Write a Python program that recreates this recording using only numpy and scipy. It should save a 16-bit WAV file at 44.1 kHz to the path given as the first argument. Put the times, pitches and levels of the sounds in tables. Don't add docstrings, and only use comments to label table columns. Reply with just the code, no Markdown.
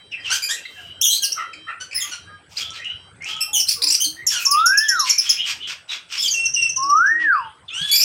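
import sys
import numpy as np
from scipy import signal
from scipy.fft import rfft, irfft, next_fast_len
from scipy.io import wavfile
from scipy.ndimage import uniform_filter1d, map_coordinates

SR = 44100
rng = np.random.default_rng(int(sys.argv[2]) if len(sys.argv) > 2 else 0)


def volts_from_db(level):
    exponent = np.asarray(level, float) / 20
    return 10 ** exponent


def dump_mix(stems):
    frames = np.atleast_2d(stems).T
    limited = np.clip(frames, -1, 1)
    pcm = np.round(limited * 32767).astype(np.int16)
    wavfile.write(sys.argv[1], SR, pcm)


N = 354563
TOP_HZ = 16100


def unit(x):
    return x / np.sqrt(np.mean(x ** 2) + 1e-20)


def along(points, hz):
    f, v = np.transpose(points)
    return np.interp(np.log(hz + 1), np.log(f + 1), v)


def wobble(n, rate):
    knots = rng.standard_normal(int(n * rate / SR) + 4)
    return map_coordinates(knots, [np.arange(n) * rate / SR])


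def coloured(spectrum, n):
    m = next_fast_len(n + 512)
    gain = volts_from_db(along(spectrum, np.fft.rfftfreq(m, 1 / SR)))
    return unit(irfft(rfft(rng.standard_normal(m)) * gain, m)[:n])


def patchy(x, depth_db=5):
    z = signal.stft(x, nperseg=512)[2]
    field = uniform_filter1d(rng.standard_normal(z.shape), 4, 0)
    field = uniform_filter1d(field, 8, 1)
    return unit(signal.istft(z * volts_from_db(depth_db * unit(field)), nperseg=512)[1][:N])


def add(track, s, x):
    part = track[max(round(s * SR), 0):][:len(x)]
    part += x[:len(part)]


def traffic_and_yard():
    # time in seconds, level in dB.
    passing = [(0.0, -62), (0.4, -57), (0.65, -62), (0.92, -55), (1.1, -64.5), (2.4, -60), (2.6, -55),
               (3.3, -55), (3.6, -61), (4.3, -57), (4.7, -64), (5.2, -64), (5.45, -58), (5.7, -63),
               (6.4, -62), (6.55, -53.5), (7.45, -55), (8.04, -62)]
    # frequency in Hz, level in dB per Hz.
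    rumble_spectrum = [(20, -27.5), (50, -14.5), (90, 3.5), (125, -5), (165, -2), (230, -18), (400, -30.5),
                       (1200, -103)]
    # frequency in Hz, level in dB per Hz.
    murmur_spectrum = [(120, -28), (250, -5), (500, -5.5), (1000, -8), (1500, -3), (1900, -11), (3000, -15),
                       (4200, -22), (7400, -31.5), (7800, -14), (10000, -25.5), (11500, -49.5),
                       (16000, -56.5)]
    traffic_db = np.interp(np.arange(N) / SR, *np.transpose(passing))
    rumble = volts_from_db(traffic_db - 0.5 + 4.3 * wobble(N, 21)) * coloured(rumble_spectrum, N)
    swing_db = 0.15 * (traffic_db - traffic_db.mean())
    return rumble + volts_from_db(-54 + swing_db) * patchy(coloured(murmur_spectrum, N))


def motor():
    # frequency in Hz, level in dB.
    tones = [(3138, -39), (3924, -48), (4705, -53.5), (5480, -59.5), (6272, -70)]
    # start in seconds, length in seconds, level in dB.
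    spells = [
        (-.04, 1.79, -7.5),
        (1.983, 0.44, -9.5),
        (2.632, 0.51, -6.5),
        (3.25, .3, -9),
    ]
    t = np.arange(N) / SR
    running, whine = np.zeros(N), np.zeros(N)
    for s, length, db in spells:
        running += volts_from_db(db) * np.clip(np.minimum(t - s, s + length - t) / 0.063, 0, 1)
    for hz, db in tones:
        whine += volts_from_db(db + 4 * wobble(N, 9)) * np.sin(2 * np.pi * hz * t + 0.89 * wobble(N, 42))
    return running * whine


def aviary(x):
    # frequency in Hz, decay time to -60 dB in seconds.
    decay_times = [(300, 0.046), (1500, 0.34), (5000, 0.26), (12000, 0.25)]
    hz, t, z = signal.stft(rng.standard_normal(SR // 2), SR, nperseg=256)
    decay = volts_from_db(-60 * t / along(decay_times, hz)[:, None])
    tail = signal.istft(z * decay, SR, nperseg=256)[1]
    delayed = np.pad(x, (150, 0))
    return signal.fftconvolve(delayed, tail / np.linalg.norm(tail))[:N]


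def syrinx(hz, levels_db, rough, flutter_hz, breath_db=-30):
    n = len(hz)
    hoarse = 0.45 * volts_from_db(breath_db) * wobble(n, 900)
    phase = 2 * np.pi * np.cumsum(hz * (1 + rough * wobble(n, flutter_hz))) / SR + hoarse
    tone = np.zeros(n)
    for k, db in enumerate(levels_db, 1):
        tone += volts_from_db(db) * np.sin(k * phase) * (k * hz < TOP_HZ)
    swing = volts_from_db(60 * rough * wobble(n, flutter_hz))
    breath = volts_from_db(breath_db) * wobble(n, 1800) + volts_from_db(breath_db - 19) * wobble(n, 9000)
    return np.sqrt(2) * tone * (swing + breath)


def calls(tables, rough, flutter_hz, breath_db, upper_db, octave_db=None, edge=0.0036):
    track = np.zeros(N)
    for rows in tables:
        s, *cols = np.transpose(rows)
        t = np.arange(s[0], s[-1], 1 / SR)
        smooth = 100 + round(edge * SR)
        hz, db, *second = [uniform_filter1d(np.interp(t, s, c), size=smooth) for c in cols]
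        octave = second[0] if second else db + octave_db
        fade = np.clip(np.minimum(t - s[0], s[-1] - t) / edge, 0, 1)
        levels = [db, octave] + [octave + u for u in upper_db]
        add(track, s[0], fade * syrinx(hz, levels, rough, flutter_hz, breath_db))
    return track


def contour(rows, peak_at, bent, rise_db, fall_db):
    return [[(s, a, db - rise_db), (s + peak_at * length, a + bent * (b - a), db), (s + length, b, db - fall_db)]
            for s, length, a, b, db in rows]


def far_birds():
    # start in seconds, length
    # in seconds, first and last pitch in Hz, peak in dB.
    warbles = [(0.235, 0.057, 3350, 2667, -39), (4.56, 0.055, 3095, 3560, -36),
               (0.56, 0.046, 2690, 2610, -44), (0.73, 0.2, 2780, 2960, -50), (2.78, .05, 1900, 2000, -41),
               (2.81, .12, 2500, 2950, -39), (7.73, .06, 5200, 6100, -42), (7.73, .05, 8000, 8500, -46),
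               (3.2, 0.19, 1978, 3200, -37), (4.33, 0.12, 3580, 2473, -36.5), (4.79, 0.03, 2500, 2994, -44),
               (4.95, 0.2, 3790, 4410, -40), (5.36, 0.092, 2442, 3230, -30), (5.6, 0.08, 2786, 3270, -36.5)]
    # start in seconds, length in seconds, first and last pitch in Hz, peak in dB.
    pips = [(0.11, 0.046, 2985, 2440, -37.5), (.17, 0.06, 2125, 1750, -48), (0.63, 0.033, 3010, 2610, -41),
            (1.37, 0.078, 2172, 1810, -41.5), (1.67, 0.036, 1800, 1970, -35), (2.6, 0.09, 3250, 3550, -35),
            (4.53, 0.072, 2730, 2736, -36.5), (4.725, 0.051, 2630, 2590, -37), (4.83, .05, 3585, 3045, -35),
            (5.06, .13, 2050, 2450, -36), (5.255, 0.065, 3000, 3400, -32), (5.885, .07, 3900, 3200, -35),
            (5.62, .04, 3700, 3000, -35), (5.37, 0.038, 3100, 3300, -35), (0.62, .05, 2600, 4000, -47.5),
            (0.644, 0.045, 4100, 3700, -44), (0.75, 0.091, 1900, 1300, -53), (2.73, .05, 5000, 3400, -43),
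            (1.38, 0.058, 3100, 2500, -49), (1.68, 0.048, 2700, 2500, -43.5),
            (7.33, 0.17, 2086, 3270, -49.5), (7.68, 0.02, 4200, 2660, -32),
            (7.32, 0.073, 4100, 4950, -47.5)]
    # start in seconds, length in seconds, first and last pitch in Hz, peak in dB.
    dove_coos = [
        (3.27, 0.116, 800, 900, -57),
        (3.47, 0.16, 850, 800, -52),
        (3.75, 0.18, 1248, 896, -53),
        (0.76, 0.122, 750, 680, -58),
        (3.83, 0.12, 292, 308, -49),
        (4.05, .18, 280, 345.5, -51.5),
        (6.82, .2, 319, 319, -53.5),
        (7.1, .19, 343, 312, -49),
        (1.55, 0.12, 297, 320, -61.5),
    ]
    # start in seconds, length in seconds, pitch in Hz, level in dB.
    drones = [
        (1.198, 0.061, 1630, -47.5),
        (2.019, 0.06, 1196, -49),
        (2.233, 0.12, 1637, -57),
        (2.284, 0.062, 1230, -53),
        (2.572, 0.23, 1315, -55),
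        (3.241, 0.25, 1280, -54),
        (3.4, 0.17, 1200, -58),
        (3.77, 0.13, 473, -55.5),
        (7.695, 0.11, 1340, -53.5),
        (4.866, 0.069, 1904, -39),
    ]
    songs = contour(warbles, .6, 1.0, 5.1, 0.75) + contour(pips, .1, 0.3, 3.9, 7.7)
    coos = contour(dove_coos, 0.24, .45, 1.4, 3.7)
    steady = [[(s, hz, db), (s + length, hz, db)] for s, length, hz, db in drones]
    stutter = volts_from_db(3 * wobble(N, 60))
    far = stutter * calls(songs, .04, 220, -12, [], -32, .01)
    return far + volts_from_db(4 * wobble(N, 14)) * calls(coos + steady, .015, 40, -14, [], -30, .02)


def knocks():
    # time in seconds, peak in dB.
    ticks = [
        (0.5824, -47),
        (2.704, -30.5),
        (2.7535, -53),
        (2.8003, -39),
        (2.846, -34.5),
        (3.223, -35.5),
        (3.244, -27),
        (3.3656, -32.5),
        (6.177, -30),
        (6.282, -26),
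    ]
    # time in seconds, level in dB, frequency in Hz.
    s_perch, db_perch, hz_perch = (7.81, -31, 160)
    beak = [(4000, -36), (5500, 17), (10000, -4.5), (11000, -67), (16000, -90)]  # Hz, dB per Hz
    track, t = np.zeros(N), np.arange(SR // 10) / SR
    for s, db in ticks:
        add(track, s, volts_from_db(db - 60 * t / 0.013) * (1 - np.exp(-t / 0.0005)) * coloured(beak, len(t)))
    envelope = volts_from_db(db_perch - 60 * t / 0.11) * (1 - np.exp(-t / 0.0086))
    add(track, s_perch, envelope * np.sin(2 * np.pi * hz_perch * t))
    return track


def rasps():
    # time in seconds, peak in dB,
    # length in seconds, brightness in dB per octave.
    squawks = [(0.246, -25.5, 0.16, -2), (0.333, -16.5, 0.096, 8), (1.83, -43, 0.08, 4),
               (2.51, -40, 0.098, 5), (3.7, -18, .09, 11), (4.3, -18, .1, 8), (3.92, -21.5, .1, 9.5),
               (4.4, -25, .1, 16.5), (3.57, -29.5, .1, 12.5), (7.94, -24, 0.087, 10), (8.02, -23, .07, 4),
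               (1.4, -38, .06, -4), (6.2, -24.5, .14, 13), (1.944, -32, 0.32, -4), (2.575, -21, 0.11, 3.5),
               (2.74, -28.5, 0.11, -2), (3.2663, -24.5, 0.13, 1.5), (4.35, -30, 0.13, 3),
               (5.065, -15.5, 0.094, 2.5), (5.1825, -23, 0.26, 1.5), (5.4655, -15, 0.12, 1),
               (5.688, -19.5, 0.096, -1), (5.9023, -20.5, 0.12, -2), (6.11, -19.5, 0.15, -0.5),
               (7.892, -27.5, 0.06, 5.5), (7.202, -29.5, 0.11, -7), (1.119, -24, 0.12, 13.5),
               (0.628, -48, 0.37, 12)]
    # frequency in Hz, level in dB per Hz.
    throat = [(300, -90), (700, -35), (1400, -13), (2000, -15), (2800, -2), (4100, -15), (5400, -8),
              (6800, -19), (8000, -16), (9200, -38), (14000, -33), (16000, -48)]
    track = np.zeros(N)
    for s, db, length, bright_db in squawks:
        n = round(length * SR) + 99
        u = np.arange(n) / n
        tilted = [(hz, level + bright_db * np.log2(hz / 3000)) for hz, level in throat]
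        wide = coloured([(hz * 1.04, level) for hz, level in tilted], n)
        shut = coloured([(hz * 0.9, level) for hz, level in tilted], n)
        gate = volts_from_db(2.2 * wobble(n, 300.5)) * np.sin(np.pi * u) ** 2
        add(track, s - .03, volts_from_db(db - 10) * gate * (np.sqrt(1 - u) * wide + np.sqrt(u) * shut))
    return track


def pipers():
    # start in seconds, length in seconds, first and last pitch in Hz, peak in dB.
    piping = [
        (6.338, 0.14, 2850, 2706, -25),
        (6.558, 0.13, 3000, 2681, -22),
    ]
    # time in seconds, pitch in Hz, fundamental in dB, octave in dB.
    rise = [
        [(7.7, 1212, -58, -44.5), (7.75, 1425, -56, -31.5), (7.8, 1615, -40.5, -30), (7.85, 1715, -40.5, -27.5),
         (7.93, 1690, -55, -25.5), (8.0, 1714, -62, -44.5)],
    ]
    piped = calls(contour(piping, 0.06, .7, 9.5, 4), 0.0058, 200, -23.5, [-4, -22], -14.0)
    return piped + calls(rise, 0.004, 160, -15, [-25, -23.5, -18.5, -31, -34.5])


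def whistler():
    # time in seconds, pitch in Hz, level in dB.
    arches = [
        [(4.45, 1070, -41), (4.554, 1174, -21), (4.64, 1364, -22.5), (4.724, 1603, -23), (4.836, 1764, -27),
         (4.88, 1740, -34), (4.93, 1543, -26), (5.04, 1036, -32.5), (5.12, 960, -62)],
        [(6.765, 1032, -35), (6.93, 1168, -19.5), (7.0, 1354, -20), (7.11, 1830, -23), (7.22, 1928, -28),
         (7.3, 1603, -20), (7.36, 1190, -23.5), (7.42, 924, -38), (7.52, 850, -52.5)],
    ]
    return calls(arches, .003, 60, -42, [], -70, .025)


def chips(rows, length, drop, fall, sag, half_db, breath_db, lead, early=1):
    track, t = np.zeros(N), np.arange(1, round(length * SR)) / SR
    swing = np.abs(np.sin(np.pi * (t / length) ** early)) + 1e-6
    for s, db, hz, octave_db in rows:
        onset = drop * rng.uniform(0.7, 1.2) * np.exp(-((t - lead / 2) / fall) ** 2)
        glide = hz / 2 * (1 + onset - sag * (t / length) ** 3)
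        upper = db - 11.0 + octave_db + 20 * np.log10(swing)
        levels = [db - 13.5 + half_db, db - 7.5, db - 16 + half_db, upper, db - 27.5 + half_db, upper - 8]
        add(track, s - lead, swing * syrinx(glide, levels, 0.024, 457, breath_db))
    return track


def finches():
    # time in seconds, peak in dB, pitch in Hz, octave in dB.
    series = [
        (4.2725, -6.5, 5500, -9),
        (4.4566, -7.5, 5580, -14),
        (4.5136, -8.5, 5086, -3.5),
        (4.6635, -6.5, 5450, -5.5),
        (4.7791, -6.5, 5310, -7.5),
        (4.8899, -7, 5480, -10.5),
        (4.9988, -8.5, 5490, -11.5),
        (5.1, -5, 5520, -14),
        (5.1862, -7, 5245, -12),
        (5.2983, -5, 5230, -12.5),
    ]
    # time in seconds, peak in dB, pitch in Hz, octave in dB.
    trill = [
        (6.461, -10, 5470, -34),
        (6.5445, -9.5, 5295, -50),
        (6.6257, -12.5, 5240, -39.5),
        (6.6972, -15, 5483, -36),
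        (6.767, -12, 5440, -58),
        (6.8316, -15, 5270, -37.5),
        (6.8995, -17, 5400, -26),
        (6.971, -22.5, 5470, -38),
        (7.0675, -24.5, 5280, -37),
    ]
    # time in seconds, peak in dB, pitch in Hz, octave in dB.
    chatter = [
        (0.119, -37, 5340, -26),
        (0.205, -39.5, 4920, -22),
        (3.6025, -7.5, 5420, -12.5),
        (6.2815, -13, 4755, -16),
        (7.82, -29, 4410, -27),
    ]
    # time in seconds, peak in dB, pitch in Hz, octave in dB.
    flicks = [(1.323, -13.5, 5890, -13), (2.572, -17, 4920, -33), (3.688, -8.5, 5435, -6.5),
              (3.715, -13, 5110, -8), (3.8218, -9, 4904, -6.5), (3.838, -9, 5110, -7),
              (3.8702, -9, 5214, -11.5), (3.885, -13, 4970, -12), (3.9035, -7, 5560, -12),
              (3.925, -14.5, 5710, -7.5), (3.9477, -7.5, 5395, -12.5), (7.959, -8.5, 5340, -9.5),
              (8.003, -11, 5180, -11.5), (8.016, -5.5, 5540, -16), (8.032, -8, 5800, -12.5)]
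    flock = chips(series, 0.032, .28, .003, 0.03, -26, -19, 0.007, early=.7)
    flock += chips(trill, 0.024, 0.13, 0.012, 0.034, -17, -21, 0.009)
    flock += chips(chatter, 0.0232, 0.04, 0.0063, .05, -16, -11, 0.0074)
    return flock + chips(flicks, 0.017, -0.1197, 0.00486, -0.038, -14, -7, .004, early=.8)


def parrots():
    # time in seconds, pitch in Hz, fundamental in dB, octave in dB.
    arch = [
        [(1.012, 2550, -34.5, -16), (1.03, 3715, -25, -34), (1.05, 3220, -22.5, -21.5),
         (1.075, 3004, -34.5, -21), (1.1, 3184, -29.5, -32), (1.16, 3150, -41, -33)],
    ]
    # time in seconds, pitch in Hz, fundamental in dB, octave in dB.
    screech = [
        [(7.914, 2300, -44, -20.5), (7.925, 2250, -38, -23), (7.945, 2400, -31, -22), (7.97, 2417, -35, -25.5),
         (8.0, 2430, -34, -27), (8.04, 2442, -40, -36)],
    ]
    # start in seconds, length in seconds, first and last pitch in Hz, peak in dB.
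    squeals = [
        (1.22, 0.046, 3486, 2752, -30),
        (0.42, .055, 2395, 2418, -31.5),
        (2.0, 0.059, 3725, 3230, -35),
        (3.405, 0.035, 2564, 2725, -27.5),
        (3.53, 0.094, 3457, 2956, -27),
        (4.0, 0.054, 2950, 3166, -27),
    ]
    shrieks = [
        (1.1, 0.071, 3906, 4224, -25),
        (1.235, 0.03, 5750, 3930, -24.5),
        (1.945, 0.05, 5220, 5010, -26.5),
        (3.67, .08, 4040, 5330, -29),
        (4.04, 0.028, 4800, 4010, -24.5),
    ]
    quacks = [
        (0.65, 0.014, 1970, 2020, -32.5),
        (1.355, 0.085, 1318, 1328, -29),
        (1.665, 0.067, 1298, 1380, -33.5),
        (1.94, 0.11, 1804, 2088, -37),
        (4.16, 0.087, 1880, 2020, -39.5),
    ]
    cheeps = [
        (1.53, 0.021, 2470, 2380, -40.5),
        (1.91, 0.065, 2458, 2580, -39.5),
    ]
    scolds = [
        (.298, 0.084, 1367, 1671, -30.5),
        (.485, 0.081, 1492, 2073, -33.5),
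        (4.31, .13, 1800, 1250, -36),
        (1.8, 0.05, 1500, 1534, -42.5),
        (2.11, 0.061, 1492, 1367, -41),
    ]
    mellow = [
        (6.177, 0.06, 5340, 5110, -27),
        (6.185, 0.037, 3230, 3500, -32.5),
        (6.225, .06, 3625, 2987, -26.5),
        (6.305, 0.045, 6880, 5770, -23.5),
        (6.22, .035, 7000, 7500, -31),
        (6.25, .03, 6800, 5900, -31),
        (1.12, .06, 3400, 4600, -29),
        (3.88, .018, 7750, 6970, -26.5),
        (3.915, 0.028, 7900, 8650, -26.5),
    ]
    flock = calls(arch, 0.036, 491.7, -31, [-10, -9, -14])
    flock += calls(contour(squeals, 0.38, 0.86, 5.9, 12.6), 0.022, 480, -18.0, [-9, -13, -13], 4.84)
    flock += calls(contour(shrieks, .3, 0.36, 5.8, 7.9), .016, 500, -14, [-6, -12, -16], -6)
    quack_upper_db = [-7.0, -28, -21, -11, -24.0]
    flock += calls(contour(quacks, .4, 0.54, 20.0, 9.3), 0.049, 300.2, -18.5, quack_upper_db, -21.5)
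    flock += calls(contour(cheeps, 0.45, 0.56, 2.1, 28.4), 0.06, 399, -10, [-8, -20], -6.5)
    flock += calls(contour(scolds, .35, .6, 3.3, 22), .025, 350, -11, [-3, 1, -11, -12, -18], 2, edge=.008)
    flock += calls(screech, .012, 480, -17, [-7, -15.5, -5, -14], edge=.0015)
    flock += calls(contour(mellow, .3, .4, 4, 6), .018, 450, -11.5, [-10], -24)
    return flock + knocks()


def scene():
    mix = traffic_and_yard() + motor()
    groups = [(far_birds(), 3.5, 4.5), (rasps(), 2.0, -4), (pipers(), 2.5, 0.5),
              (whistler(), 6.5, -2.5), (finches(), 1.5, -2.0), (parrots(), 4.0, 2.5)]
    for birds, direct_db, echo_db in groups:
        mix += volts_from_db(direct_db) * birds + volts_from_db(echo_db) * aviary(birds)
    return mix[None]


def low_pass(x):
    return signal.sosfilt(signal.butter(12, 16470, fs=SR, output="sos"), x)


def record(dry):
    soft = dry / (1 + np.abs(dry / .85) ** 6) ** (1 / 6)
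    m = next_fast_len(N)
    passed = np.fft.rfftfreq(m, 1 / SR) < TOP_HZ
    band = irfft(rfft(soft, m) * passed, m)[..., :N]
    return low_pass(band)


dry = scene()
out = record(dry)
dump_mix(out)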